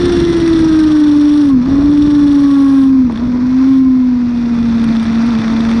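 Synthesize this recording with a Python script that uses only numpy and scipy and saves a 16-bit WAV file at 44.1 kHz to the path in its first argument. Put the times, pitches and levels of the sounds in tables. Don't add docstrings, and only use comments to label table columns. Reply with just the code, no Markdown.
import sys
import numpy as np
from scipy import signal
from scipy.fft import rfft, irfft
from scipy.io import wavfile
from scipy.ndimage import uniform_filter1d, minimum_filter1d

SR = 44100
rng = np.random.default_rng(int(sys.argv[2]) if len(sys.argv) > 2 else 0)


def materialize(psi):
    bounded = np.clip(np.atleast_2d(psi).T, -1, 1)
    quanta = np.round(bounded * 32767).astype(np.int16)
    wavfile.write(sys.argv[1], SR, quanta)


N = 255780
TIME = np.arange(N) / SR


def amp(db):
    return 10 ** (np.asarray(db) / 20)


def unit(x):
    return x / np.sqrt(np.mean(x ** 2) + 1e-20)


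def follow(table):
    s, *columns = np.transpose(table)
    return np.squeeze([np.interp(TIME, s, c) for c in columns])


def wander(hz, size=16384):
    f = np.fft.rfftfreq(size, N / SR / size)
    slow = irfft(rfft(rng.standard_normal(size)) * np.exp(-(f / hz) ** 2), size)
    return unit(np.interp(np.linspace(0, size - 1, N), np.arange(size), slow))


def envelope(start, hold_s, rise_s, fall_s):
    return np.clip((TIME - start) / rise_s, 0, 1) * np.exp(-np.maximum(TIME - start - hold_s, 0) / fall_s)


def arch(start, end):
    return abs(np.sin(np.pi * np.clip((TIME - start) / (end - start), 0, 1)))


def colour(x, spectrum, size=2048):
    hz, db = np.transpose(spectrum)
    f = abs(np.fft.fftfreq(size, 1 / SR))
    log_gain = np.log(amp(np.interp(np.log(f + 1), np.log(hz), db)))
    ring = np.fft.ifft(np.exp(np.conj(signal.hilbert(log_gain)))).real
    return signal.oaconvolve(x, ring)[:N]


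def resonate(x, hz, width):
    return signal.lfilter(*signal.iirpeak(hz, hz / width, fs=SR), x)


def order(cycles, multiple):
    return np.sin(2 * np.pi * multiple * cycles + multiple ** 2)


def stack(cycles, orders, rough):
    return sum(amp(db) * (1 + rough * wander(55)) * order(cycles, k) for k, db in orders)


def clicks(cycles):
    return np.diff(np.floor(cycles), prepend=np.floor(cycles[0])).clip(0, 1)


def strike(events, spectrum, decay_s, scrape, gain_db):
    blows, grit = np.zeros(N), rng.standard_normal(N)
    for s, db in events:
        at = round(s * SR)
        blows[at] += amp(db)
        blows[at:] += scrape * amp(db) * grit[at:] * np.exp(-np.minimum(TIME[:N - at] / decay_s, 20))
    return amp(gain_db) * colour(blows, spectrum)


def firing_note(cycles, firing_hz, dip_db, gust, choking, lag_s=.037, flutter=.029, sway=.49):
    # firing rate in Hz, level in dB.
    boom = [(215, -16.5), (229, -10.5), (242, -13), (255, -8.5), (264, -7), (285, -7.5), (308, -7.5),
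            (335, -10), (355, -12.5)]
    # centre in seconds, half length in seconds, dip in dB.
    dips = [(0.278, 0.0039, 7), (0.324, 0.0049, 12), (.405, 0.0058, 9), (0.893, 0.01, 4), (3.153, 0.065, 6),
            (5.05, 0.012, 8), (5.43, .012, 2.5)]
    lagged_hz = np.interp(TIME - lag_s, TIME, firing_hz)
    boom_db = np.interp(lagged_hz, *np.transpose(boom))
    brief_dip_db = sum(db * np.exp(-((TIME - s) / half_s) ** 2) for s, half_s, db in dips)
    level = amp(boom_db - dip_db - brief_dip_db)
    choke = 1 / np.sqrt(1 + (2 * choking * gust) ** 2)
    choke /= np.sqrt(uniform_filter1d(choke ** 2, size=4000))
    phase = 2 * np.pi * cycles + sway * choking * wander(47)
    return np.sqrt(2) * level * choke * (1 + flutter * wander(67)) * np.sin(phase)


def vibration(firing_hz, throttle, blip, mid_hz=296):
    # start, hold and release in seconds, then relative
    # levels of overtones, buzz and chatter in dB.
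    overruns = [(-.8, 2.3, .025, -34.6, -35.3, -53.5), (1.66, 1.17, .06, -33, -35.8, -51),
                (3.35, .435, .025, -41.5, -38.5, -55)]
    build_s = (.55, 0.4, 0.94)
    coasting_db = (-46, -49.5, -80.5)
    with_throttle_db = (-6.5, -4.5, -31.5)
    with_blip_db = (-6.5, -10, -42.5)
    rev_db_per_hz = (0, .1033, .02)
    braking = sum(np.transpose([envelope(start, hold_s, rise_s, fall_s) for rise_s in build_s]) * amp(db)
                  for start, hold_s, fall_s, *db in overruns)
    braking *= amp(np.outer(firing_hz - mid_hz, rev_db_per_hz))
    driving = np.outer(throttle, amp(with_throttle_db))
    blipping = np.outer(blip, amp(with_blip_db))
    return 10 * np.log10(braking ** 2 + amp(coasting_db) ** 2 + driving ** 2 + blipping ** 2).T


def overtones(cycles, level_db):
    # multiple of the firing rate, relative level in dB.
    orders = [(2, 3.5), (2.5, -25.5), (2.75, -13.5), (3, -3), (3.75, -4), (4, -1.5), (4.5, -13), (5, -3.5),
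              (5.75, -20), (6, -6.5), (7, -24.5), (8, -33), (9, -33.5), (10, -17.5), (12, -14.5),
              (13, -21.5), (14, -21), (15, -19.5)]
    # centre in Hz, width in Hz, gain of the added ring in dB.
    panels = [(950, 360, 0), (1630, 190, 1.5), (2010, 47, 5)]
    raw = stack(cycles + .0075 * wander(60), orders, rough=.48)
    ring = sum(amp(db) * resonate(raw, hz, width) for hz, width, db in panels)
    return amp(level_db) * unit(raw + ring)


def shaking(drift=.03):
    # start and end in seconds, shake rate in Hz, swing in dB.
    shakes = [(-.4, 1.9, 24.9, 3), (1.148, 1.55, 52, 2.5), (1.652, 2.1, 86, 3), (1.85, 2.65, 24.9, 3),
              (4.6, 7.5, 17, 0.5)]
    swing = np.zeros(N)
    for start, end, hz, db in shakes:
        unsteady_hz = hz * (1 + drift * wander(4))
        swing += db * arch(start, end) * np.sin(2 * np.pi * np.cumsum(unsteady_hz) / SR)
    return swing


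def fairing_buzz(cycles, shake_db, level_db, slack=.061, contact=.38, bed=.084, uneven_db=1.7, gain_db=-1):
    # frequency in Hz, relative gain in dB.
    spectrum = [(700, -22.5), (1200, -12.5), (1590, -1), (1900, 2.5), (2200, -22.5), (2800, -5),
                (3200, -4.5), (3480, 4), (3800, -2.5), (4200, -2.5), (4900, -13), (5350, -5.5),
                (5680, -0.5), (6100, -22), (7100, -25), (9000, -17), (11500, -61.5)]
    since_contact = (cycles + slack * wander(80)) % 1
    rasp = (bed + np.exp(-since_contact / contact)) * rng.standard_normal(N)
    taps = clicks(cycles + .008 * wander(60))
    drive = (unit(rasp) + .55 * unit(taps)) * amp(shake_db + uneven_db * wander(110))
    return amp(level_db + gain_db) * unit(colour(drive, spectrum))


def edge_chatter(cycles, shake_db, level_db, steep=1.2, uneven_db=3, gain_db=6):
    # frequency in Hz, relative gain in dB.
    spectrum = [(1000, -2), (3500, 2.5), (6000, -0.5), (7200, -15.5), (8200, -6.5), (9100, -1.5),
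                (9800, -4.5), (10700, -11), (11400, -23.5), (14000, -24), (16000, -38.5)]
    loose_cycles = cycles + .12 * wander(110)
    rub = .2 * np.exp(-(loose_cycles % 1) / .2) * rng.standard_normal(N)
    drive = (clicks(loose_cycles) + rub) * amp(steep * shake_db + uneven_db * np.tanh(wander(120)))
    return amp(level_db + gain_db) * unit(colour(drive, spectrum))


def wind(gust, choking, rumble_db, rush_db, lump_db=2, flicker_db=1.5, spit=.94):
    # frequency in Hz, relative gain in dB.
    rumble_spectrum = [(15, -18), (30, -7.5), (65, 1.5), (110, -2), (160, 1), (210, -2.5), (280, 4),
                       (380, -12), (520, -17), (900, -45), (6000, -110)]
    rush_spectrum = [(120, -9), (220, -6), (278, 19), (340, 2.5), (450, -6), (600, 0.5), (780, 3),
                     (1000, 5), (1300, 5), (1550, 1.5), (2000, -2.5), (2500, -3.5), (2900, -14.5),
                     (4500, -7.5), (6000, -13), (7200, -27), (12000, -70.5)]
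    rumble = unit(colour(rng.standard_normal(N), rumble_spectrum) * amp(lump_db * wander(60)))
    grain = amp(flicker_db * wander(200)) * (1 + spit * choking * np.minimum(gust ** 2, 2))
    rush = unit(colour(rng.standard_normal(N) * grain, rush_spectrum))
    return amp(rumble_db + 3.5) * rumble + amp(rush_db + 1.5) * rush


def gear_whine(cycles, jitter=.008):
    # start and end in seconds, multiple of the firing rate, level in dB, roughness from 0 to 1.
    whines = [(0.03, 0.657, 6, -46, 0.5), (0.5, 0.95, 4, -44, 0.7), (0.65, 1.074, 5, -44, 0.7),
              (1.473, 1.55, 4, -34.5, 0.3), (2.38, 2.887, 4, -39, 0.4), (2.86, 3.032, 4, -45, 0.6),
              (3.2, 4.2, 4, -43.5, 0.8), (3.002, 4.499, 8.48, -52.5, .4), (3.2, 4.422, 2.76, -53, 0.4),
              (4.1, 6.195, 2.97, -49.5, 0.51)]
    out = np.zeros(N)
    for start, end, multiple, db, rough in whines:
        swell = np.sqrt(2) * amp(db) * np.sqrt(arch(start, end))
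        out += swell * (1 + rough * wander(53)) * order(cycles + jitter * wander(25), multiple)
    return out


def fairing_knocks():
    # time in seconds, relative strength in dB.
    knocks = [(0.057, -13), (0.1234, -13), (0.2014, -14), (0.4014, -19), (0.4772, -11), (0.591, -12.5),
              (0.7905, -15.5), (1.9758, -21), (3.1227, -22.5), (3.7754, -30), (4.8415, -15.5), (5.029, -18),
              (5.041, -22), (5.2644, -20)]
    # frequency in Hz, gain in dB.
    spectrum = [(500, -18.5), (1500, 9.5), (2700, 1.5), (3500, 3.5), (4500, -1), (5700, 1.5), (7100, -23),
                (9100, -4.5), (10600, -21.5), (11600, -41), (15000, -44.5)]
    return strike(knocks, spectrum, decay_s=.004, scrape=.2, gain_db=6.5)


def throttle_blips(rise_s=.15):
    # start, hold and decay in seconds, burble level in dB, dip in dB, added choking.
    downshifts = [(1.562, .26, 0.079, -29.5, 1.9, 0.02), (3.029, 0.2, .22, -35, 1.1, .1)]
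    return sum(np.outer([amp(db), dip_db, choking], envelope(start, hold_s, rise_s, fall_s))
               for start, hold_s, fall_s, db, dip_db, choking in downshifts)


def exhaust_burble(cycles, blip, uneven_db=1.5, puff_cycles=.6):
    # frequency in Hz, relative gain in dB.
    spectrum = [(150, -13), (470, 6.5), (640, 5), (800, -2), (1080, 2.5), (1450, -7), (1900, -9.5),
                (2700, -28), (6000, -36.5), (12000, -80)]
    puffs = np.exp(-(cycles % 1) / puff_cycles) * amp(uneven_db * wander(130)) * rng.standard_normal(N)
    return blip * unit(colour(puffs, spectrum))


def gearbox_clunks():
    # time in seconds, relative strength in dB.
    clunks = [(3.077, -37), (3.098, -23), (3.359, -30)]
    # frequency in Hz, gain in dB.
    spectrum = [(150, 0), (500, 16), (750, 1), (1080, 10.5), (1450, -15), (1900, -2), (2800, -36.5),
                (6000, -28), (12000, -80)]
    return strike(clunks, spectrum, decay_s=.0066, scrape=.08, gain_db=29)


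def loose_fastener(shake_hz=23.54, touches_per_s=80, uneven_db=3, jiggle_db=-39.5):
    # time in seconds, relative strength in dB.
    ticks = [(3.159, -27), (3.175, -25), (4.7825, -34), (4.9521, -23), (4.998, -23), (5.0689, -26),
             (5.3882, -21), (5.4176, -23), (5.4804, -22), (5.5648, -25), (5.6077, -23), (5.6514, -20.5),
             (5.6944, -19.5), (5.7154, -19)]
    # frequency in Hz, gain in dB.
    spectrum = [(600, -21), (1700, 5), (2800, -6), (3250, -3), (3520, 7), (3900, -2.5), (5000, -15.5),
                (5750, -11.5), (7000, -26), (9200, -21.5), (11500, -50)]
    loud_ticks = strike(ticks, spectrum, decay_s=.003, scrape=.05, gain_db=24.5)
    beats = clicks(shake_hz * TIME + .04 * wander(20)) * amp(uneven_db * np.tanh(wander(40)))
    touches = (rng.random(N) < touches_per_s / SR) * rng.uniform(.5, 1, N)
    lean = np.clip((TIME - 4.21) / .72, 0, 1)
    return loud_ticks + amp(jiggle_db) * lean * unit(colour(beats + .73 * touches, spectrum))


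def intake_growl(cycles, throttle, jitter=.004):
    # multiple of the firing rate, relative level in dB.
    orders = [(1.5, -7.5), (2, 1), (2.5, -1.5), (3, -0.5), (4, -7), (4.5, -14), (5, -12), (5.75, -9),
              (6, -10), (8.5, -6.5), (9, -10), (9.5, -14), (10, -14.5), (10.5, -3.5), (11.5, -7),
              (21, -15.5)]
    return throttle * unit(stack(cycles + jitter * wander(60), orders, rough=.5))


def scene(full_choke_db=-13.5, choke_steepness=1.4, throttle_flutter=5.6):
    # time in seconds, firing rate in Hz.
    revs = [(0, 353), (.4, 335), (1.13, 293.5), (1.4, 295.6), (1.5, 276.5), (1.61, 239.1), (1.69, 271.8),
            (1.88, 291), (2.08, 294.2), (2.95, 265.1), (3.03, 255.3), (3.15, 219), (3.23, 243),
            (3.41, 248.4), (3.7, 267.6), (4.05, 252), (4.25, 241.7), (4.95, 225.9), (5.22, 228),
            (5.3, 238.7), (5.35, 222.8), (5.8, 229.7)]
    # time in seconds, level of the intake growl in dB.
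    opening = [(0, -80), (3.3, -70), (3.9, -53.5), (4.4, -40.5), (4.9, -37.5), (5.4, -35), (5.8, -33)]
    # time in seconds, relative levels of rumble and rush in dB.
    airflow = [(0, -18, -30), (.75, -23.5, -31.5), (1.3, -30, -34), (1.58, -24.5, -36.5),
               (1.75, -20.5, -35.5), (1.95, -23, -36), (2.25, -25.5, -34.5), (2.55, -30, -35.5),
               (3.05, -26.5, -38), (3.35, -24, -37), (3.63, -30.5, -31.5), (3.84, -30, -39.5),
               (4.3, -29.5, -35.5), (4.6, -24.5, -34.5), (5.25, -27, -29), (5.8, -24, -28.5)]
    firing_hz, throttle = follow(revs), amp(follow(opening))
    rumble_db, rush_db = follow(airflow)
    cycles = np.cumsum(firing_hz) / SR
    gust, shake_db = wander(64), shaking()
    blip, dip_db, blip_choking = throttle_blips()
    overtone_db, buzz_db, chatter_db = vibration(firing_hz, throttle, blip)
    wind_choking = amp(choke_steepness * (rumble_db - full_choke_db))
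    choking = wind_choking + blip_choking + throttle_flutter * throttle
    engine = firing_note(cycles, firing_hz, dip_db, gust, choking) + overtones(cycles, overtone_db)
    engine += intake_growl(cycles, throttle) + exhaust_burble(cycles, blip) + gear_whine(cycles)
    rattles = fairing_buzz(cycles, shake_db, buzz_db) + edge_chatter(cycles, shake_db, chatter_db)
    rattles += fairing_knocks() + gearbox_clunks() + loose_fastener()
    return (engine + rattles + wind(gust, choking, rumble_db, rush_db))[None]


def record(dry, ceiling=.8, cutoff_hz=15800):
    allowed = np.minimum(1, ceiling / (abs(dry) + 1e-9))
    limited = dry * uniform_filter1d(minimum_filter1d(allowed, size=300), size=300)
    return signal.sosfilt(signal.butter(16, cutoff_hz, fs=SR, output="sos"), limited)


dry = scene()
out = record(dry)
materialize(out)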